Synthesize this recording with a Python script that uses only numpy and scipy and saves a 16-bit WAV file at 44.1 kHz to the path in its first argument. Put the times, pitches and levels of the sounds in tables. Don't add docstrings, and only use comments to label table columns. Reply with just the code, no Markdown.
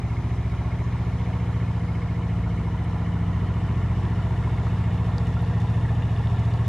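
import sys
import numpy as np
from scipy import signal
from scipy.fft import rfft, irfft, next_fast_len
from scipy.io import wavfile
from scipy.ndimage import uniform_filter1d, map_coordinates

SR = 44100
rng = np.random.default_rng(int(sys.argv[2]) if len(sys.argv) > 2 else 0)


def to_wav(s):
    ch = np.atleast_2d(s).T
    pcm = np.round(np.clip(ch, -1, 1) * 32767)
    wavfile.write(sys.argv[1], SR, pcm.astype(np.int16))


N = 294588

FIRST = .621
CYCLE_HZ, SAG_HZ_PER_S = 14.5124, .0086
HUNT_S, SURGE_AT_S = 3.245, .9975
HUNT_HZ, PEAKED_HZ = .131, .028
SURGE_DB = .5
TOP_HZ = 14950

# f/Hz, width/Hz, signed gain, then level/dB at eight moments of the swing
PIPE_MODES = [(58.15, 7.7, -0.93, -31.5, -31.5, -29.5, -30, -28.5, -29.5, -30, -30),
              (62.78, 25.1, 0.9, -28, -28.5, -29.5, -27.5, -27, -27.5, -27.5, -27.5),
              (88.84, 9.16, 0.75, -34, -28, -22.5, -22, -21, -23, -20, -19),
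              (93, 22.9, -0.924, -26, -24, -23.5, -22, -22, -22, -20.5, -19.5),
              (112.42, 40.1, 0.94, -34.5, -33, -34.5, -34, -33, -33, -31, -29),
              (155.9, 35, -1.077, -42.5, -41.5, -42, -40, -40.5, -40, -38.5, -39.5),
              (201.6, 4.5, 0.66, -51.5, -39.5, -54, -47, -46, -39, -38.5, -43.5)]
# f/Hz, width/Hz of each of two stages, signed gain,
# then level/dB at the same eight moments
PLATE_MODES = [(88, 5.5, 0.89, -32, -40, -53, -55, -60, -64, -59, -65),
               (130.1, 6.5, -0.58, -47.5, -50, -50, -49, -66, -56, -56, -55),
               (99.8, 6.5, -1.03, -55, -68, -56, -51, -38.5, -40, -58, -66),
               (99.1, 5.4, 1, -55, -46.5, -46, -60, -66, -69, -54, -41),
               (153.6, 7, 0.41, -52, -52, -56, -52, -47, -57, -46, -34.5),
               (203.2, 10, -0.83, -65, -52, -62, -52, -44, -52, -49, -45),
               (261.4, 8.6, 0.87, -65, -60, -59.5, -63.5, -59, -58.5, -48.5, -52),
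               (348, 11, -0.78, -64, -75, -63, -68.5, -67, -68, -71, -79),
               (181.7, 10.1, 0.96, -61, -47.5, -44, -42.5, -63, -44, -57, -67),
               (189, 6, 1, -48, -49, -70, -50, -40, -62, -45, -44),
               (217.7, 6, -0.61, -59, -49, -43, -42.5, -47.5, -42.5, -45, -56),
               (249, 13.9, 0.96, -47.5, -48, -69, -46.5, -49.5, -51.5, -47, -50),
               (276.3, 14.2, -0.96, -58.5, -53.5, -52, -55, -59, -54.5, -67, -58.5),
               (304, 5.8, 0.86, -62, -65, -59.5, -50, -51, -61, -52.5, -63),
               (321.7, 14, -0.44, -64, -55.5, -64, -52, -50, -58, -54.5, -48),
               (364.6, 7.8, 0.87, -62.5, -67, -53.5, -60, -46.5, -50.5, -59, -68),
               (395, 8.3, -0.47, -56, -55, -58, -55, -43, -49, -55, -52),
               (424, 49, 0.74, -60.5, -65.5, -71, -67, -69, -67, -67, -60),
               (442, 27, -0.52, -60.5, -68.5, -57, -67, -58, -57.5, -65, -65),
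               (482.5, 11.7, 1, -69, -51, -51, -55, -58.5, -53.5, -51, -65)]
# f/Hz, relative level/dB per Hz
STERN_WASH = [(1500, -31), (3000, -4), (4300, -0.5), (5100, -3), (5400, 0.5), (5750, -5), (7000, -4.5),
              (7350, -6.5), (7570, -5), (7800, -9), (8500, -9.5), (8800, -8.5), (9300, -9), (11000, -19.5),
              (13300, -21.5), (14800, -36)]


def amp(db):
    return 10 ** (np.asarray(db) / 20)


def unit(x):
    return x / np.sqrt(np.mean(x ** 2) + 1e-20)


def wobble(rate):
    knots = rng.standard_normal(int(N * rate / SR) + 4)
    return map_coordinates(knots, [np.arange(N) * rate / SR])


def filtered(x, response):
    m = next_fast_len(x.shape[-1] + SR // 2)
    return irfft(rfft(x, m) * response(np.fft.rfftfreq(m, 1 / SR)), m)[..., :x.shape[-1]]


def coloured(x, spectrum):
    f, db = np.transpose(spectrum)
    return unit(filtered(x, lambda hz: amp(np.interp(np.log(hz + 1), np.log(f + 1), db))))


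def patchy(patchy_db, wide=5, long=10):
    z = signal.stft(rng.standard_normal(N), nperseg=512)[2]
    field = uniform_filter1d(rng.standard_normal(z.shape), size=wide, axis=0)
    field = uniform_filter1d(field, size=long, axis=1)
    return unit(signal.istft(z * amp(patchy_db * unit(field)), nperseg=512)[1][:N])


def noise(spectrum, patchy_db):
    return coloured(patchy(patchy_db), spectrum)


def turning(broadside, quarter, astern):
    aspect_s = [0.66, 3.3, 5.7]
    t = np.arange(N) / SR
    views = zip(np.eye(3), (broadside, quarter, astern))
    return sum(np.interp(t, aspect_s, share) * x for share, x in views)


def hunting():
    return 2 * np.pi * (np.arange(N) / SR - SURGE_AT_S) / HUNT_S


def cycles():
    speed = CYCLE_HZ - SAG_HZ_PER_S * np.arange(N) / SR
    speed = speed + HUNT_HZ * np.cos(hunting()) + PEAKED_HZ * np.cos(2 * hunting())
    return np.cumsum(speed) / SR - FIRST


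def loudness(aspect_db):
    return amp(turning(*aspect_db) + SURGE_DB * np.cos(hunting()))


def beat(depth_db, quarter_cycle_db, shift):
    turn = 2 * np.pi * (cycles() - shift)
    return unit(amp(depth_db * np.cos(turn) + quarter_cycle_db * np.cos(4 * turn)))


def ticks(angle, scatter_db, jitter_s, t60):
    size_db = 1.0 * rng.standard_normal(len(angle))
    turn = np.arange(-1, 98)[:, None] + angle
    chance = rng.standard_normal((2,) + turn.shape)
    at = np.interp(turn, cycles(), np.arange(N)) + jitter_s * SR * chance[0]
    at = np.clip(at, 0, N - 1).astype(int).ravel()
    inside = (at > 0) * (at < N - 1)
    blows = np.bincount(at, amp(size_db + scatter_db * chance[1]).ravel() * inside, N)
    t = np.arange(SR // 8) / SR
    tail = amp(-60 * t / t60) * rng.standard_normal(len(t))
    return unit(signal.fftconvolve(blows, tail)[:N])


def whine():
    return amp(-89) * np.sin(2 * np.pi * 13012 * np.arange(N) / SR + .7 * wobble(30))


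def bank_scatter():
    # f/Hz, relative level/dB per Hz
    scatter_spectrum = [(40, -33.5), (80, -14), (120, -14), (250, -5), (500, -12), (1000, -17),
                        (2000, -20.5), (3900, -27.5), (4500, -35.5), (7000, -41.5), (9500, -57.5)]
    scatter = amp(-51.5) * noise(scatter_spectrum, patchy_db=1.0)
    return np.array([scatter, -scatter])


def plink(rows):
    s, db, hz, life, pan_db = np.transpose(rows)[:, :, None]
    t = np.arange(SR // 30) / SR
    fade = amp(db - 60 * t * hz / (3 * life))
    tone = np.sin(2 * np.pi * hz * t * (1 + 0.062 * t * hz / life))
    wave = fade * tone * (1 - np.exp(-t * hz / 0.22))
    at = ((s * SR).astype(int) + np.arange(len(t))).ravel()
    sides = [(wave * amp(side * pan_db / 2)).ravel() for side in (1, -1)]
    return np.array([np.bincount(at, x, N + SR)[:N] for x in sides])


def drips():
    # t/s, level/dB before fade and soft start, starting f/Hz, cycles to fall 20 dB,
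    # left-right level/dB before the lean of the whole water
    drip_rows = [(2.845, -49.5, 8450, 14, 8), (2.901, -30.5, 950, 9.7, 0), (2.932, -27, 970, 4.6, 2.5),
                 (4.053, -34, 3120, 5.3, 2), (4.182, -32, 900, 11, 1), (4.474, -26.5, 960, 7.8, 0),
                 (4.307, -30, 910, 11, -2), (4.5835, -32, 1980, 10, -.5), (4.669, -26, 1190, 6.3, 1),
                 (4.84, -37, 1970, 12, 1), (5.092, -29, 980, 13, -3), (5.1825, -24, 4400, 4.6, -4.5),
                 (5.368, -35, 1345, 51, -2), (5.421, -40.5, 10500, 6, 5), (5.539, -35.5, 1850, 21, -1.5),
                 (5.777, -39, 970, 20, 1), (5.852, -32.5, 1810, 18, 0), (5.8885, -36, 1680, 26, -3),
                 (6.0227, -34.5, 2600, 13, -2), (6.175, -40, 4610, 6, .5), (6.272, -31, 3270, 6.4, 0),
                 (6.4523, -43, 4090, 7.3, 2), (6.538, -36, 4240, 5, 8), (3.568, -36, 940, 14, 1),
                 (5.45, -42, 4030, 6, 3), (5.22, -47, 980, 12, 2), (5.25, -47, 4100, 5.5, -11)]
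    return plink(drip_rows)


def bubbles():
    u = rng.random((900, 5))
    s = u[:, 0] * N / SR
    db = -54 - 2.2 * np.log(u[:, 1]) - 9 * u[:, 2]
    hz = 700 * amp(15 * u[:, 2])
    return plink(np.c_[s, db, hz, 6 + 14 * u[:, 3], 3 * (u[:, 4] - .5)])


def tappets():
    tappet_angles = [.0, .13, .63, .85]
    ticking = ticks(tappet_angles, scatter_db=6.0, jitter_s=.0006, t60=0.043)
    return turning(0.05, 0.1, 0.61) * coloured(ticking, STERN_WASH)


def wash():
    # f/Hz, relative level/dB per Hz
    side_wash = [(1500, -29.5), (3000, -4), (4200, -1.5), (4600, -6), (5050, 1), (5500, -5), (6000, -1),
                 (7000, -5.5), (8500, -9), (9300, -9.5), (11000, -17), (13300, -21.5), (14800, -36.5)]
    # f/Hz, relative level/dB per Hz
    wide_wash = [(1500, -32), (3000, -13), (4300, -1), (6000, -6), (8600, -12.5), (11000, -15),
                 (13300, -30.5), (14800, -36.5)]
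    wash_db = [-63, -63.5, -62]
    port_lag_s = [33e-6, 24e-6, 12e-6]
    level = loudness(wash_db) * amp(0.27 * wobble(20))
    foam = patchy(1.3)
    side, astern = coloured(foam, side_wash), coloured(foam, STERN_WASH)
    stern = turning(side, (side + astern) / 2, astern) + tappets()
    lag = turning(*port_lag_s) * SR
    places = [np.arange(N) + sign * lag / 2 for sign in (1, -1)]
    ports = np.array([map_coordinates(stern, [at], order=3, mode="nearest") for at in places])
    wide = np.array([noise(wide_wash, patchy_db=3.5), noise(wide_wash, patchy_db=3.5)])
    return level * beat(0.41, .5, shift=0.62) * (amp(0.0) * ports + amp(-0.4) * wide)


def water():
    return (wash() + bubbles() + drips()) * amp([[.3], [-.3]])


def propeller():
    blade_db = [-48.5, -46.5]
    blades_per_cycle, blade_lag = 2.9322, .052
    turn = 2 * np.pi * (blades_per_cycle * cycles() - blade_lag)
    return amp(blade_db[0]) * np.cos(turn) - amp(blade_db[1]) * np.cos(2 * turn)


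def ringing(scatter_db=2.5, wander_db=3.0):
    # f/Hz, width/Hz of each stage, share of the cycle at the stroke,
    # then mean level/dB broadside, on the quarter, astern
    ringers = [(831, 67, .3, -59, -58, -56), (924, 37, 0.0797, -56, -55, -55.5),
               (995, 42, .2, -58.5, -58, -57.5), (2165, 63, .77, -61.5, -64.5, -70.5),
               (3030, 110, .68, -76.5, -68, -73.5)]
    total = 0
    for hz, width_hz, share, *db in ringers:
        at = np.interp(np.arange(97) + share, cycles(), np.arange(N)).astype(int)
        blows = np.bincount(at, amp(scatter_db * rng.standard_normal(len(at))), N)
        resonance = lambda f: 1j * f * width_hz / (hz * hz - f * f + 1j * f * width_hz)
        ring = unit(filtered(blows, lambda f: resonance(f) ** 2))
        total = total + amp(turning(*db) + wander_db * wobble(2.03)) * ring
    return total


def knock(at, fade_db, scatter_db=1.0):
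    turn = cycles() - at + 2
    size_db = scatter_db * rng.standard_normal(120)[turn.astype(int)]
    return unit(uniform_filter1d(amp(size_db - fade_db * (turn % 1)), size=200))


def clatter(repeat_share=0.19):
    # f/Hz, relative level/dB per Hz
    hull_side = [(190, -31), (330, 2.5), (402, -1), (450, -3), (489, -5), (571, -10), (731, -6.5),
                 (819, -8), (899, -8.5), (977, -8.5), (1400, -13.5), (1530, -19.5), (1600, -16.5),
                 (1830, -14), (2210, -14), (2690, -24), (3900, -27), (5070, -53), (8580, -120)]
    hull_quarter = [(190, -31), (330, 0.5), (484, 3), (565, -9), (694, -2.5), (820, -6.5), (997, -4),
                    (1260, -8.5), (1390, -9), (1550, -17), (1890, -8.5), (2530, -20), (2980, -16.5),
                    (3310, -25), (3900, -26), (5070, -51.5), (8580, -120)]
    hull_stern = [(190, -25), (330, -2), (474, -0.5), (559, -12), (687, -3.5), (890, -7), (1400, -13.5),
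                  (1490, -22), (1820, -12), (2230, -22.5), (2830, -18), (3200, -27), (3550, -19),
                  (3900, -29), (5070, -62.5), (8580, -120)]
    # fade over a cycle/dB (three columns), lift/dB (three columns)
    panels = [(520, 43, .03, 1.8, 5.5, 3.5, -2.5, -1.5, 0.5), (715, 27, .9, 0.92, 1, 1, 1.5, 0, -1),
              (919, 20, 0.66, 4.4, 5.7, 5.6, 3, 1.5, 3.5), (980, 51, 0.033, 2.4, 3.4, 5, -2.5, -1, -1),
              (994, 31, 0.52, 1, 1.1, 1.1, 3.5, 4, 3.5), (1103, 30, 0.72, 4.5, 4.9, 5.1, 3, 3, 4),
              (1440, 120, 0.12, 7.8, 10, 7, 0, 3, 0.5), (1633, 32, 0.36, 4, 3.7, 3.7, 1, 2, 6),
              (1865, 99, 0.6, 3, 5, 3.2, -2.3, -0.5, 0), (2167, 24, 0.7, 6.3, 3.4, 3.2, 4.5, 4.5, 7.5),
              (2230, 130, 0.76, 15, 11, 6, 1.5, 0.5, -0.5), (2960, 240, 0.62, 4.3, 6, 9.5, 1.5, 0, 2),
              (3600, 160, .6, 2, 4.4, 11, -4, 0, 1)]
    clatter_db = [-42, -41, -39.5]
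    share = np.clip(repeat_share, 0, 1)
    weak_bass = lambda f: 0.27 + 0.53 / (1 + (520 / (f + 1)) ** 8)
    gears = filtered(patchy(2.05, wide=2, long=4), weak_bass)
    valve_angles = rng.random(32)
    valves = ticks(valve_angles, scatter_db=2.5, jitter_s=.00006, t60=0.088)
    drive = np.sqrt(share) * valves + np.sqrt(1 - share) * gears
    hull = turning(*(coloured(drive, h) for h in (hull_side, hull_quarter, hull_stern)))
    low = filtered(hull, lambda f: 1 / (1 + (f / 1500) ** 6))
    pulsing = low * beat(0.48, 0.44, shift=0.35) + (hull - low) * beat(0.33, 0.3, shift=0.39)
    for hz, width_hz, at, *db in panels:
        panel = filtered(hull, lambda f: np.exp(-((f - hz) / width_hz) ** 2))
        gain = amp(turning(*db[3:])) * knock(at, turning(*db[:3]))
        pulsing = pulsing + panel * (gain - 1)
    return loudness(clatter_db) * pulsing


def modes(f):
    ring = lambda hz, width_hz: 1j * f * width_hz / (hz * hz - f * f + 1j * f * width_hz)
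    silencer = 1 / (1 + (f / 215) ** 12)
    pipe = [gain * ring(hz, width_hz) * silencer for hz, width_hz, gain, *_ in PIPE_MODES]
    plates = [gain * ring(hz, width_hz) ** 2 for hz, width_hz, gain, *_ in PLATE_MODES]
    return np.array(pipe + plates)


def exhaust(scatter_db=0.16, jitter_s=.00006, rate=14.48, wander_db=0.41):
    cylinders_db = [1.5, -25.5, -1.5, 0]
    swing_s = [0.4, 1.5, 2.4, 3.3, 3.9, 4.8, 5.7, 6.5]
    # f/Hz, relative level/dB per Hz
    breath_spectrum = [(20, -5), (35, 3), (50, -2.5), (80, -15), (140, 3.5), (200, 4), (300, -3.5),
                       (385, -6.5), (450, -24.5), (700, -52)]
    lead, step = 6, 16
    size = step * next_fast_len((N + 2 * SR) // step, True)
    short = size // step
    count = np.arange(int(4 * rate * (size - SR // 2) / SR))
    chance = rng.standard_normal((len(count), 2))
    at = np.abs(count / 4 / rate + jitter_s * chance[:, 0]) * SR
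    strength = amp(np.take(cylinders_db, count, mode="wrap") + scatter_db * chance[:, 1])
    puffs = np.bincount(at.astype(int), strength, size) * SR / rate
    f = np.fft.rfftfreq(short, step / SR)
    rings = irfft(rfft(puffs)[:len(f)] * modes(f), short) / step
    place = (cycles() + lead) / rate * SR / step
    when = np.interp(np.arange(short), place, np.arange(N) / SR)
    note = 0
    for row, ring in zip(PIPE_MODES + PLATE_MODES, rings):
        swell = np.interp(when, swing_s, amp(row[3:]))
        wander = amp(wander_db * np.resize(wobble(4)[::step], short))
        note = note + swell * wander * ring
    breath = amp(-43.5) * noise(breath_spectrum, patchy_db=2.5)
    return map_coordinates(note, [place]) + breath


def scene():
    ahead = exhaust() + propeller() + clatter() + ringing()
    return ahead + bank_scatter() + water() + whine()


def record(dry):
    return filtered(dry, lambda hz: (1j * hz / 40 / (1 + 1j * hz / 40)) ** 2 * (hz < TOP_HZ))


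dry = scene()
out = record(dry)
to_wav(out)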